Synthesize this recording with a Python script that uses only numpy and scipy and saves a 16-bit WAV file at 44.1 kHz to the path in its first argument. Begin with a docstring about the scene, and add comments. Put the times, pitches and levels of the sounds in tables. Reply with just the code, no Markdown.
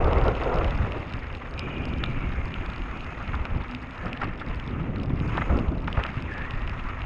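"""A mountain bike coasts down a wet trail, its tyres churning mud and throwing hissing spray.
Wind buffets the opening of a small microphone in a splash-proof housing. Bumps make the frame
thud and knock, and drops and grit tick on the housing. Behind these are a hollow whistle in
the spray, the whirr of the freewheel and one ping from a spoke. Mud, spray, wind, whistle
and whirr are shaped noise; thuds, ticks and the ping are short, fading tones."""
import sys
import numpy as np
from scipy import signal
from scipy.fft import rfft, irfft, next_fast_len
from scipy.io import wavfile

SR = 44100
rng = np.random.default_rng(int(sys.argv[2]) if len(sys.argv) > 2 else 0)


def waveform_to_disk(signal):
    """Save audio, clipped to [-1, 1], as 16-bit WAV at the path in sys.argv[1]."""
    frames = np.transpose(np.atleast_2d(signal))
    scaled = np.clip(frames, -1, 1) * 32767
    samples = np.round(scaled).astype(np.int16)
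    wavfile.write(sys.argv[1], SR, samples)


N = 310905

# Churned mud and thrown water between bumps. Each row: time in seconds, level in dB.
MUD_LEVELS = [(0.0, -26.5), (0.29, -27), (0.32, -35), (0.39, -36), (0.44, -29), (0.59, -24), (0.64, -31),
              (0.76, -43), (1.1, -45), (1.79, -44), (2.81, -50), (3.4, -47.5), (3.93, -52.5), (4.1, -46),
              (4.65, -49.5), (4.85, -41.5), (5.3, -45.5), (5.9, -59.5), (6.36, -46), (7.05, -52.5)]
SPRAY_LEVELS = [(0.0, -38), (0.82, -37.5), (0.9, -41), (1.49, -43), (1.88, -42), (3.3, -40.5), (3.9, -44),
                (4.03, -40.5), (4.15, -42), (4.27, -39), (4.36, -45.5), (4.48, -42), (5.12, -46),
                (5.36, -37), (5.46, -39.5), (5.8, -47.5), (6.05, -36), (6.22, -42.5), (6.36, -40),
                (7.05, -41)]
# The tyre knobs hum on firmer ground. Each row: time of the peak in seconds, level in dB.
TREAD_SWELLS = [(3.75, -39), (3.87, -42.5), (4.13, -36.5)]
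# Wind between bumps. Each row: time in seconds, rumble level in dB, flutter level in dB.
WIND_LEVELS = [(0.0, -24, -31.5), (0.25, -22, -31), (0.33, -28, -33), (0.82, -22.5, -34), (0.98, -39, -39),
               (1.08, -37, -38.5), (1.45, -36, -45.5), (1.63, -33, -34), (1.9, -38, -31),
               (2.06, -36, -33.5), (2.32, -31, -37), (3.24, -35.5, -40), (3.96, -41.5, -45.5),
               (4.63, -35, -42), (4.7, -33, -29.5), (4.9, -36, -30.5), (5.1, -30, -30), (5.4, -31, -26),
               (5.46, -32, -42), (5.93, -46, -45), (6.2, -34.5, -36), (7.05, -31, -44)]
# The tone colour of mud, spray and wind. Each row: frequency in Hz, gain in dB.
MUD_SPECTRUM = [(200, -21), (330, 2.5), (500, 5), (680, 1), (900, -3), (1350, -6), (1550, -14), (2200, -45),
                (3000, -54)]
SPRAY_SPECTRUM = [(300, -45), (550, -4), (1000, 2), (1330, 4), (1520, -1), (2100, -0.5), (2750, -4.5),
                  (3050, -12), (3600, -18.5), (4000, -24.5), (5200, -32), (5900, -35), (8000, -46),
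                  (10700, -55)]
RUMBLE_SPECTRUM = [(20, 0.5), (40, 0), (66, 0), (110, -7), (200, -27.5), (500, -36.5)]
FLUTTER_SPECTRUM = [(70, -1), (120, 2.5), (200, -2.5), (280, -4), (400, -11.5), (800, -45)]
# The wheel hits a bump. Each row: time of the peak in seconds, rumble, flutter and mud levels in dB,
# fade in dB per second.
BUMP_SWELLS = [(0.139, -34, -38, -26, 253), (0.28, -31, -44, -22.5, 255), (0.85, -37, -41, -34, 260),
               (0.958, -23, -49, -34.5, 303), (1.98, -21.5, -43, -68, 202), (3.34, -30, -34, -60, 103),
               (3.552, -22, -28, -42.5, 163), (4.06, -37, -34, -39.5, 133), (4.26, -28, -30.5, -53, 136),
               (4.478, -33.5, -33, -47, 114), (5.525, -21.5, -26.5, -31, 82), (5.585, -30, -19.5, -30, 410),
               (5.69, -28.5, -30.5, -40, 35), (5.996, -32, -32, -33, 311), (6.66, -23.5, -43, -47, 144)]
# Stones and roots jolt the frame. Each row: start in seconds, level in dB, pitch in Hz.
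FRAME_THUDS = [(0.8, -19, 70), (1.14, -19.5, 82), (3.549, -24, 60.3), (4.061, -19.5, 89), (4.68, -26, 89.5),
               (4.736, -23, 68.5), (5.105, -17.5, 185), (5.133, -18, 126), (5.211, -14, 130),
               (5.502, -15, 79), (5.519, -14, 89), (5.564, -15, 97), (5.68, -25, 75), (5.976, -11.5, 59.6),
               (6.171, -20.5, 95)]
# Frame and chain knock. Each row: start in seconds, level in dB, seconds to fade by 60 dB.
FRAME_KNOCKS = [(0.423, -23, 0.055), (0.845, -21, 0.038), (2.036, -17.5, 0.029), (3.333, -19, 0.092),
                (3.453, -17, 0.035), (4.061, -24.5, 0.04), (4.216, -15.5, 0.034), (4.226, -16, 0.06),
                (4.234, -20, 0.062), (4.414, -22, 0.038), (4.797, -24, 0.035), (5.371, -22.5, 0.046),
                (5.378, -12.5, 0.023), (5.387, -20, 0.02), (5.415, -15.5, 0.034), (5.417, -16, 0.034),
                (5.496, -22, 0.043), (5.559, -30, 0.029), (5.878, -13.5, 0.027), (5.97, -19, 0.092),
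                (5.991, -17, 0.06), (6.008, -24, 0.047), (6.047, -18, 0.073)]
# The ways the frame rings. Each row: frequency in Hz, width in Hz, gain in dB.
FRAME_RINGS = [(840, 560, 2.5), (1245, 130, 6.5), (1700, 150, -5.5)]
# Drops and grit hit the housing. Each row: start in seconds, level in dB,
# extra dB for the dull ring, extra dB for the sharp ring.
LOUD_DROPS = [(0.0444, -34, -4, -2), (0.0804, -38, -1, -6), (0.132, -35, 11, -1), (0.1835, -46, -2, -2),
              (0.214, -38, 9, -5), (0.2815, -31, 6.5, -3), (0.352, -39, 11, -17), (0.41, -39, 5.2, -10),
              (0.436, -36, -3, 1), (0.542, -39, 3, 4), (0.5586, -37, 6, 0), (0.5861, -37.5, 12, 1),
              (0.645, -36.5, 12.5, -2), (0.708, -32.5, -1, -7), (0.776, -42, -2, 4),
              (0.9212, -38.5, 15, -4), (1.125, -38, 5.2, -6), (1.1373, -32.5, 6, -5),
              (1.3503, -31, 2.5, -15), (1.5389, -39, 4, -2), (1.5785, -42, 13, -10), (1.5932, -23, 1, -0.5),
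              (1.8542, -41, 9.5, 7), (1.937, -39, 9, -11), (1.984, -40, -6, -2), (2.0392, -19.5, 0.5, -37),
              (2.06, -32, 0, -14), (2.5413, -33, 10.5, -27), (2.6616, -34, -5, -6), (2.701, -29.5, -4, -14),
              (2.735, -33.5, 2, -15), (2.761, -40, 5, 2), (2.82, -43.5, 14, -13), (2.9724, -42, -2, -3),
              (3.007, -39, 10, -16), (3.0445, -40, 5, -3), (3.2778, -42, 11, -4), (3.3526, -34, 0, -6),
              (3.4532, -32.5, 8, -6), (3.621, -39, -3, -19), (3.7487, -31, 8, -3), (3.909, -35, -1, -10),
              (4.1306, -36.5, 16.5, -1), (4.1737, -36, 7, -12), (4.2184, -37, 1, -4), (4.2348, -39, 5, -4),
              (4.399, -35.5, -1, -15), (4.486, -36, -2, -8), (4.5986, -40, 12, -3),
              (4.6763, -35.5, -8, -5.5), (4.999, -44, 12.5, -15), (5.0334, -41.5, 9, 2),
              (5.096, -42, 0, -16), (5.1584, -50, -2, 3), (5.193, -46, 2, 0), (5.2011, -39, 11, -10),
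              (5.373, -30.5, 4, -12), (5.5888, -40, 14.5, -3), (5.781, -42.5, -2, -9), (5.876, -41, 14, -3),
              (5.9285, -39.5, 17, 2), (6.0375, -35, 17, 1), (6.065, -33, 9, -8), (6.1684, -44, 4, -2),
              (6.2234, -40, 11.5, 2), (6.3806, -38, -3, -2), (6.42, -40, 2, -10), (6.5084, -31.5, 7.5, -7),
              (6.6194, -39, 1, -8), (6.676, -38.5, 12.5, -4), (6.6955, -38, 8, 1), (7.0185, -39, 12.5, -19)]
# Small drops. Each row: time in seconds, typical drops per second, typical level in dB.
SMALL_DROPS = [(0, 220, -49.5), (.9, 100, -54), (1.5, 90, -52.5), (3.4, 50, -53), (5.2, 45, -49),
               (7.05, 90, -57)]
# The ways the housing rings. Each row: frequency in Hz, seconds to reach its peak.
HOUSING_RINGS = [(2750, 0.00038), (3650, 0.00051), (4750, 0.0003), (7800, 0.00029)]
# Whistles in the spray. Each row: start in seconds, first and last pitch in Hz, level in dB,
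# fade in dB per second (its sign is ignored), extra dB for the upper tone.
WHISTLE_NOTES = [(1.584, 2410, 2440, -41.5, 11, -4), (1.801, 2375, 2400, -44, 29, -4),
                 (2.03, 2390, 2050, -44.5, 17, -1.5), (2.5, 2400, 2580, -52, 3, -13),
                 (3.5, 2120, 1890, -65, -3, -13), (3.98, 1720, 1970, -44, 27, -20),
                 (5.2, 2080, 2370, -50.5, 34, 4), (6.04, 2700, 2570, -50.5, 15, -21),
                 (6.29, 1720, 1740, -41.5, -2, -14), (6.47, 1920, 1890, -44, 32, -18)]
# How loud the freewheel whirrs. Each row: time in seconds, level in dB.
FREEWHEEL_LEVELS = [(0.0, -71), (0.47, -66), (1.16, -73.5), (2.04, -70.5), (3.3, -69), (3.55, -75),
                    (4.04, -70), (4.24, -91), (4.5, -73.5), (5.2, -81), (5.225, -66), (5.45, -66),
                    (5.9, -79), (6.13, -73), (7.05, -73)]
# Where the whirr sits. Each row: frequency in Hz, width in Hz, gain in dB.
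FREEWHEEL_BANDS = [(5100, 670, -7.5), (6540, 600, -3.5), (10530, 1460, -7)]
# A spoke rings. The values: start in seconds, pitch in Hz, level in dB, seconds to fade by 60 dB.
SPOKE_PING = (1.599, 5020, -49, .06)


def tyres(gust):
    """Tyre knobs churn the mud and hum faintly; thrown water hisses and splashes at each knock."""
    churn = patchy_noise(MUD_SPECTRUM, lumps_db=2.0, lumps_hz=54, flicker_db=0.7)
    spray = patchy_noise(SPRAY_SPECTRUM, lumps_db=2.0, lumps_hz=88, flicker_db=1.76)
    hum = pitched_noise(rng.standard_normal(N), hz=np.full(N, 249.2), width_hz=20.3)
    knock_s, knock_db, _ = np.transpose(FRAME_KNOCKS)
    splash = swells(knock_s, knock_db - 23, rise_db_per_s=2500, fade_db_per_s=455)
    firm_ground = swells(*np.transpose(TREAD_SWELLS), rise_db_per_s=180, fade_db_per_s=115)
    # hypot adds two gains by their power
    churn_gain = np.hypot(from_db(curves(MUD_LEVELS)[0]), bumps(column=3))
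    spray_gain = np.hypot(from_db(curves(SPRAY_LEVELS)[0]), splash)
    hum_gain = np.hypot(from_db(-51.5), firm_ground)
    return gust * churn_gain * churn + spray_gain * spray + hum_gain * hum


def wind():
    """Air swirls over the microphone: a deep rumble and a higher flutter, both swelling at bumps."""
    rumble_db, flutter_db = curves(WIND_LEVELS)
    rumble = patchy_noise(RUMBLE_SPECTRUM, lumps_db=1.0, lumps_hz=73, flicker_db=4.5)
    flutter = patchy_noise(FLUTTER_SPECTRUM, lumps_db=2.0, lumps_hz=46, flicker_db=2.0)
    rumble_gain = np.hypot(from_db(rumble_db), bumps(column=1))
    flutter_gain = np.hypot(from_db(flutter_db), bumps(column=2))
    return rumble_gain * rumble + flutter_gain * flutter


def bumps(column):
    """Each bump briefly lifts the gain of a layer: column 1 is rumble, 2 flutter, 3 mud."""
    columns = np.transpose(BUMP_SWELLS)
    return swells(columns[0], columns[column], rise_db_per_s=207, fade_db_per_s=columns[-1])


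def thuds():
    """Each jolt gives the frame one deep push that is gone in about two cycles."""
    t = np.arange(SR // 8) / SR
    out = np.zeros(N + len(t))
    for start_s, level_db, hz in FRAME_THUDS:
        age = hz * t / 0.31  # the push is strongest after 0.31 cycles
        push = age * np.exp(1 - age)
        i = int(start_s * SR)
        out[i:i + len(t)] -= from_db(level_db) * push * np.cos(2 * np.pi * hz * t)
    return out[:N]


def knocks():
    """Each knock is a short, fading clatter of contacts that makes the frame ring."""
    out, t = np.zeros(N), np.arange(SR // 4) / SR
    attack = 1 - np.exp(-t / 0.0011)
    for start_s, level_db, fade_s in FRAME_KNOCKS:
        contacts_db = np.r_[7, 5 * rng.standard_normal(len(t) // 40)]  # uneven, the first one firm
        grit = rng.standard_normal(len(t)) * from_db(contacts_db.repeat(40)[:len(t)])
        clatter = grit * attack * from_db(-60 * t / fade_s)
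        strengths = from_db(rng.normal(0, 2.6, len(FRAME_RINGS)))
        ring = sum(strength * from_db(gain_db) * signal.lfilter(*resonance(hz, width_hz), clatter)
                   for strength, (hz, width_hz, gain_db) in zip(strengths, FRAME_RINGS))
        i = int(start_s * SR)
        out[i:i + len(t)] += from_db(level_db) * ring / np.abs(ring).max()
    return muffle(out, above_hz=2300)


def drops():
    """Loud drops hit the housing at set times; small ones land by chance, in flurries."""
    tries_per_s, tick_samples = 300, 300
    count = int(N / SR * tries_per_s)
    when, chance, size, dull, sharp = rng.random((count, 5)).T
    starts_s = when * N / SR
    times_s, per_s, typical_db = np.transpose(SMALL_DROPS)
    small_db = np.interp(starts_s, times_s, typical_db) - 5.5 * np.log(size + .12)
    small = np.c_[starts_s, small_db, 12 * dull - 4, 20 * sharp - 17]
    flurry = wobble(depth_db=3.5, speed_hz=9)[(when * N).astype(int)]
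    lands = chance * tries_per_s < np.interp(starts_s, times_s, per_s) * flurry
    out, t = np.zeros(N + tick_samples), np.arange(tick_samples) / SR
    quirks = rng.uniform(-1, 1, (count + len(LOUD_DROPS), 5))
    for (start_s, level_db, dull_db, sharp_db), quirk in zip([*LOUD_DROPS, *small[lands]], quirks):
        i = int(start_s * SR)
        out[i:i + len(t)] += from_db(level_db) * tick(t, dull_db, sharp_db, quirk[0], quirk[1:])
    # the housing swallows one band of treble
    swallowed = signal.lfilter(*resonance(hz=5860, width_hz=630), out + 1e-18)
    return (out - swallowed)[:N]


def tick(t, dull_db, sharp_db, brightness, detunes):
    """One drop rings the housing for a few cycles, each ring off pitch by up to 0.13 octaves."""
    levels_db = [dull_db, -3 - 4 * brightness, sharp_db, -19.5 + 0.9 * sharp_db + 5 * brightness]
    out = 0
    for (hz, peak_s), level_db, detune in zip(HOUSING_RINGS, levels_db, detunes):
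        tone = np.sin(2 * np.pi * hz * 2 ** (.13 * detune) * t)
        out += from_db(level_db) * tone * t / peak_s * np.exp(1 - t / peak_s)
    return out


def whistle():
    """Two breathy tones glide together, like water sheeting off the rim or brake."""
    starts_s, first_hz, last_hz, levels_db, fades, upper_db = np.transpose(WHISTLE_NOTES)
    ends_s = np.r_[starts_s[1:] - .03, N / SR]  # each note lasts until the next one rises
    glides = np.c_[np.c_[starts_s, ends_s].ravel(), np.c_[first_hz, last_hz].ravel(), upper_db.repeat(2)]
    hz, share_db = curves(glides)
    t, gain = np.arange(N) / SR, 0
    for start_s, end_s, level_db, fade in zip(starts_s, ends_s, levels_db, fades):
        release = np.clip((end_s - t) / 0.023 + 1, 0, 1)
        gain += swells(start_s, level_db, rise_db_per_s=607, fade_db_per_s=fade) * release
    air = rng.standard_normal((2, N))
    lower = pitched_noise(air[0] * wobble(depth_db=2.1, speed_hz=24), hz, width_hz=185)
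    upper = pitched_noise(air[1] * wobble(depth_db=3.9, speed_hz=29), 1.178 * hz, width_hz=430)
    return gain * muffle(lower + from_db(share_db) * upper, above_hz=3300)


def freewheel():
    """The coasting freewheel whirrs: grainy noise in a few high, narrow bands."""
    grain = rng.standard_normal(N) * wobble(depth_db=2.0, speed_hz=60)
    whirr = 0
    for hz, width_hz, gain_db in FREEWHEEL_BANDS:
        band = resonance(hz, width_hz)
        whirr += from_db(gain_db) * signal.lfilter(*band, signal.lfilter(*band, grain))
    return from_db(curves(FREEWHEEL_LEVELS)[0]) * rms_one(whirr)


def spoke():
    """A thrown stone hits a spoke, which gives one thin, short ring."""
    start_s, hz, level_db, fade_s = SPOKE_PING
    t = np.maximum(np.arange(N) / SR - start_s, 0)
    attack = 1 - np.exp(-t / .003)
    return from_db(level_db - 60 * t / fade_s) * attack * np.sin(2 * np.pi * hz * t)


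def patchy_noise(spectrum, lumps_db, lumps_hz, flicker_db):
    """Noise in half-octave bands: each flickers alone, and lumps swell them all at once."""
    hz, gain_db = np.transpose(spectrum)
    edges = hz[0] * 2 ** np.arange(-.5, np.log2(hz[-1] / hz[0]) + .5, .5)
    white, out = rng.standard_normal((2, N + SR)), 0
    for k, (low, high) in enumerate(zip(edges, edges[1:])):
        band = signal.butter(2, [low, high], "band", fs=SR, output="sos")
        out += signal.sosfilt(band, white[k % 2])[SR:] * wobble(flicker_db, speed_hz=21)
    out *= wobble(lumps_db, lumps_hz)
    size = next_fast_len(N + SR)
    bins_hz = np.arange(size // 2 + 1) * SR / size
    colour = from_db(np.interp(np.log(bins_hz + 1), np.log(hz), gain_db))
    return rms_one(irfft(rfft(out, size) * colour, size)[:N])


def pitched_noise(noise, hz, width_hz):
    """Give noise a pitch by passing it twice through a resonance that follows hz."""
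    out = noise.copy()
    for _ in range(2):
        state = np.zeros(2)
        for i in range(0, N, 512):
            out[i:i + 512], state = signal.lfilter(*resonance(hz[i], width_hz), out[i:i + 512], zi=state)
    return rms_one(out)


def swells(times_s, peaks_db, rise_db_per_s, fade_db_per_s):
    """A gain that climbs to each peak and dies away; overlapping swells add their power."""
    t, power = np.arange(0, N + 32, 32) / SR, 0
    for peak_s, peak_db, fade in np.broadcast(times_s, peaks_db, fade_db_per_s):
        below_db = np.where(t < peak_s, rise_db_per_s * (peak_s - t), abs(fade) * (t - peak_s))
        power += from_db(2 * (peak_db - below_db))
    return np.sqrt(np.interp(np.arange(N) / SR, t, power))


def wobble(depth_db, speed_hz):
    """A gain that wanders at random, typically by depth_db; it is made from smoothed noise."""
    step = 20  # samples per random value
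    r = np.exp(-2 * np.pi * step * speed_hz / SR)
    slow = signal.lfilter([1], [1, -2 * r, r * r], rng.standard_normal(N // step + 4002))[4000:]
    return from_db(depth_db * np.interp(np.arange(N) / step, np.arange(len(slow)), rms_one(slow)))


def resonance(hz, width_hz):
    """A filter that lets through one band around hz."""
    r = np.exp(-np.pi * width_hz / SR)
    return (1 - r * r) / 2 * np.array([1, 0, -1]), [1, -2 * r * np.cos(2 * np.pi * hz / SR), r * r]


def muffle(x, above_hz):
    """Turn down the treble."""
    return signal.sosfilt(signal.butter(4, above_hz, fs=SR, output="sos"), x)


def curves(rows):
    """Join a table's points with straight lines, giving one value per sample."""
    times_s, *columns = np.transpose(rows)
    return [np.interp(np.arange(N) / SR, times_s, column) for column in columns]


def from_db(db):
    """Turn decibels into a gain."""
    return 10 ** (np.asarray(db) / 20)


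def rms_one(x):
    """Scale a signal to an average power of 1."""
    return x / np.sqrt(np.mean(x ** 2) + 1e-20)


def scene():
    """Add up all the sources at the one microphone."""
    gust = wobble(depth_db=0.5, speed_hz=29)  # gusts shake wind and mud together
    mix = gust * wind() + tyres(gust) + thuds() + whistle() + freewheel() + drops() + spoke() + knocks()
    return mix[None]


def record(dry):
    """The sound fades in over 4 ms and loses its top treble; the microphone adds a faint hiss."""
    treble_cut = signal.cheby2(12, 60, 10850, fs=SR, output="sos")
    fade_in = np.minimum(np.arange(N) / SR / .004, 1) ** 2
    return signal.sosfilt(treble_cut, fade_in * dry) + from_db(-104) * rng.standard_normal(dry.shape)


dry = scene()
out = record(dry)
waveform_to_disk(out)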